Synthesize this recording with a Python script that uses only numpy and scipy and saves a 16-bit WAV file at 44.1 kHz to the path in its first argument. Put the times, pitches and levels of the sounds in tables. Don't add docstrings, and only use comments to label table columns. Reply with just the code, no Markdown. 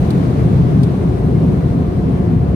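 import sys
import numpy as np
from scipy import signal
from scipy.fft import rfft, irfft, next_fast_len
from scipy.io import wavfile
from scipy.ndimage import uniform_filter1d

SR = 44100
rng = np.random.default_rng(int(sys.argv[2]) if len(sys.argv) > 2 else 0)


def attenuation_scalar(level_db):
    decades = np.asarray(level_db, float) / 20
    return 10 ** decades


def log_audio(samples):
    frames = np.atleast_2d(samples).T
    limited = np.clip(frames, -1, 1)
    pcm = np.round(limited * 32767).astype(np.int16)
    wavfile.write(sys.argv[1], SR, pcm)


N = 112454


def rms_one(x):
    return x / np.sqrt(np.mean(x ** 2) + 1e-20)


def at_hz(points, hz):
    table_hz, value = np.transpose(points)
    return np.interp(np.log(hz), np.log(table_hz), value)


def in_time(rows):
    seconds, *columns = np.transpose(rows)
    return [np.interp(np.arange(N) / SR, seconds, column) for column in columns]


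def bump(hz, centre_hz, width_hz):
    return 1 / (1 + (2 * (hz - centre_hz) / width_hz) ** 2)


def drift(rate_hz):
    hop = 40
    r = np.exp(-2 * np.pi * rate_hz * hop / SR)
    points = rng.standard_normal(N // hop + 2002)
    slow = signal.lfilter([1], [1, -2 * r, r * r], points)[2000:]
    slow = rms_one(slow - slow.mean())
    return np.interp(np.arange(N) / hop, np.arange(len(slow)), slow)


# frequency in Hz, shared part of the power (0 to 1).
ALIKE = [(40, .995), (180, .97), (260, .75), (400, .72), (560, .35), (720, .4), (900, .25), (1700, .3),
         (3000, .1), (15000, .02)]
# frequency in Hz, delay in ms.
RIGHT_DELAY = [(60, .1), (300, 0.09), (450, 0.081), (600, 0.36), (720, 0.24), (1000, 0.4), (15000, 0.55)]


def noise_pair(hz, size):
    shared, left, right = rfft(rng.standard_normal((3, size)))
    alike = np.clip(at_hz(ALIKE, hz), 0, 1)
    delay_s = at_hz(RIGHT_DELAY, hz) / 1000
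    late = np.exp(-2j * np.pi * hz * delay_s)
    together = shared * np.array([np.ones_like(late), late])
    return np.sqrt(alike) * together + np.sqrt(1 - alike) * np.array([left, right])


# frequency in Hz, relative level in dB per Hz.
AIR_COLOUR = [(24, -41), (40, -8.5), (166, -1.5), (224, -8.5), (273, -8.5), (317, -13.5), (360, -12.5),
              (450, -16.5), (607, -23.5), (706, -23), (840, -29), (1130, -31), (1320, -36), (1910, -41),
              (7560, -59.5), (9000, -60.5), (15600, -68)]
# centre in Hz, width in Hz, lift in dB (below zero for a hollow).
CABIN_RESONANCES = [(57, 12, 5), (80, 16, 4), (101, 10, -4), (127, 16, 6), (147, 8, -4), (160, 14, 4),
                    (188, 14, 2), (262, 30, 2), (350, 50, 2)]
# frequency in Hz, left over right in dB.
LEFT_LEAN = [(40, 1.5), (80, -0.5), (125, 4.5), (170, -1.5), (220, 4), (280, 1.5), (380, 5.5), (480, 1.5),
             (650, 6), (830, 1), (1000, 4), (1300, 0.5), (1600, 3), (2400, 0.5), (4400, 1), (15000, 2)]
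# time in seconds, then levels in dB of the low rumble, the lower and the upper cabin boom.
BOOM_GUSTS = [(0, -17.5, -19, -16), (.15, -21, -19, -15.5), (.3, -26, -17.5, -19.5), (.42, -19, -17, -19.5),
              (.52, -15.5, -13.5, -13), (.65, -20, -15.5, -17), (.8, -24, -11, -12),
              (.9, -23, -21.5, -17.5), (1.05, -20.5, -19.5, -17.5), (1.2, -14, -21, -21),
              (1.33, -20.5, -17, -14), (1.5, -18, -20.5, -12), (1.62, -20, -19, -21.5),
              (1.75, -19, -18.5, -14), (1.9, -18.5, -24.5, -23), (2.05, -19, -19, -16),
              (2.2, -22, -22.5, -17), (2.38, -18.5, -13.5, -17), (2.55, -14, -24.5, -20)]
# time in seconds, then levels in dB of the roar, the rush, the hiss and the top hiss.
DRAWING_AWAY = [(0, -23, -37.5, -49, -62), (.5, -21, -37.5, -50, -65), (.95, -22.5, -40, -51.5, -65.5),
                (1.3, -20.5, -40.5, -52.5, -65.5), (1.9, -23.5, -41, -53.5, -67.5),
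                (2.55, -22.5, -41, -55.5, -69)]
LEVEL_HZ = [65, 127, 170, 350, 1400, 5500, 13000]


def rush():
    rush_db = -12
    gust_db, gust_hz = 0.3, 4
    flutter_db, flutter_hz = 0.74, 13
    shake_db, shake_hz, treble_from_hz = 0.16, 15, 1100
    steady_below_hz, steady_samples = 220, int(0.15 * SR)

    size = next_fast_len(N)
    hz = np.maximum(np.arange(size // 2 + 1) * SR / size, 1)
    colour_db = at_hz(AIR_COLOUR, hz)
    for centre_hz, width_hz, lift_db in CABIN_RESONANCES:
        colour_db = colour_db + lift_db * bump(hz, centre_hz, width_hz)
    side_db = at_hz(LEFT_LEAN, hz) / 2 * np.array([[1], [-1]])
    noise = noise_pair(hz, size) * attenuation_scalar(colour_db + side_db)

    swings = [level - level.mean() for level in in_time(BOOM_GUSTS) + in_time(DRAWING_AWAY)]
    gust = drift(gust_hz)
    shake = drift(shake_hz)
    out = 0
    for k in range(27):
        band_hz = 40 * 2 ** (k / 3)
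        place = np.clip(3 * np.log2(hz / band_hz), -1 if k else 0, 1)
        band = irfft(noise * np.cos(np.pi / 2 * place) ** 2, size)[:, :N]
        if band_hz < steady_below_hz:
            power = (band ** 2).mean(axis=0)
            smooth = uniform_filter1d(uniform_filter1d(power, steady_samples), steady_samples)
            band = band * np.sqrt(power.mean() / smooth)
        shares = [np.interp(np.log(band_hz), np.log(LEVEL_HZ), row) for row in np.eye(len(swings))]
        treble_share = 1 / (1 + (treble_from_hz / band_hz) ** 2)
        level_db = np.dot(shares, swings) + gust_db * gust + flutter_db * drift(flutter_hz)
        out = out + band * attenuation_scalar(level_db + shake_db * shake * treble_share)
    return attenuation_scalar(rush_db) * rms_one(out)


# frequency in Hz, spread of its waver in Hz,
# then left and right level in dB, counted from the whine's level curve.
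BLADE_TONES = [(712, 4, 1, -5), (1428, 22, -16, -18)]
# time in seconds, level in dB.
WHINE_CURVE = [(0, -52), (.5, -41), (.8, -44.5), (1.2, -39.5), (1.5, -46.5), (1.7, -35.5), (1.82, -44),
               (2.55, -45)]


def whine():
    out = 0
    for tone_hz, waver_hz, left_db, right_db in BLADE_TONES:
        pitch_hz = tone_hz + waver_hz * drift(12)
        strength = attenuation_scalar(1.5 * drift(10))
        tone = np.sin(2 * np.pi * np.cumsum(pitch_hz) / SR) * strength
        out = out + rms_one(tone) * attenuation_scalar(np.array([[left_db], [right_db]]))
    return out * attenuation_scalar(in_time(WHINE_CURVE)[0])


# start in seconds, level in dB (before filtering).
TICK_TIMES = [(.1043, -30), (.8317, -29.5)]
# centre in Hz, width in Hz, left and right strength in dB.
PLASTIC_RESONANCES = [(3660, 750, -1, 1), (4050, 1100, 1, 1), (8600, 1200, -1, -10)]


def ticks():
    rise_s, t60_s = 0.0012, 0.045
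    crack_db, tail_db = 8, -2.5
    low_cut_hz, treble_fall_hz = 2500, 8000
    out = np.zeros((2, N + SR))
    t = np.arange(SR // 8) / SR
    soften = signal.butter(1, treble_fall_hz, fs=SR, output="sos")
    thin = signal.butter(2, low_cut_hz, "high", fs=SR, output="sos")
    crack = np.hanning(8) * np.cos(np.arange(8) * np.pi / 2)
    for start_s, level_db in TICK_TIMES:
        envelope = attenuation_scalar(tail_db - 60 * t / t60_s) * (1 - np.exp(-t / rise_s))
        tail = rng.standard_normal((2, len(t))) * envelope
        body = tail.copy()
        for centre_hz, width_hz, left_db, right_db in PLASTIC_RESONANCES:
            r = np.exp(-np.pi * width_hz / SR)
            poles = [1, -2 * r * np.cos(2 * np.pi * centre_hz / SR), r * r]
            rung = signal.lfilter([1 - r * r, 0, r * r - 1], poles, tail)
            body += rung * attenuation_scalar(np.array([[left_db], [right_db]]))
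        body = signal.sosfilt(soften, body)
        body[0, :8] += attenuation_scalar(crack_db) * crack
        start = int(start_s * SR)
        out[:, start:start + len(t)] += attenuation_scalar(level_db) * body
    return signal.sosfilt(thin, out[:, :N] + 1e-18)


def scene():
    return rush() + whine() + ticks()


def band_limit(x):
    return signal.sosfilt(signal.butter(12, 15730, fs=SR, output="sos"), x)


# centre in Hz, width in Hz, left and right lift in dB.
PORT_RESONANCES = [(4100, 410, 0.5, 3.5), (7640, 800, -5.5, -1.5), (8840, 1400, 5.5, 1.5)]


def record(dry):
    top, low_cut_hz = 2.5, 56.5
    pad = 4096
    rounded = top * np.tanh(dry / top)
    padded = np.pad(rounded, ((0, 0), (pad, pad)), "reflect", reflect_type="odd")
    size = padded.shape[1]
    hz = np.arange(size // 2 + 1) * SR / size
    colour_db = 0
    for centre_hz, width_hz, left_db, right_db in PORT_RESONANCES:
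        colour_db = colour_db + bump(hz, centre_hz, width_hz) * np.array([[left_db], [right_db]])
    bass_cut = 1 / np.sqrt(1 + (low_cut_hz / np.maximum(hz, 1)) ** 6)
    fade = np.clip(np.minimum(np.arange(size), size - np.arange(size)) / pad, 0, 1)
    mix = irfft(rfft(padded * fade) * attenuation_scalar(colour_db) * bass_cut, size)[:, pad:-pad]
    return band_limit(mix)


dry = scene()
out = record(dry)
log_audio(out)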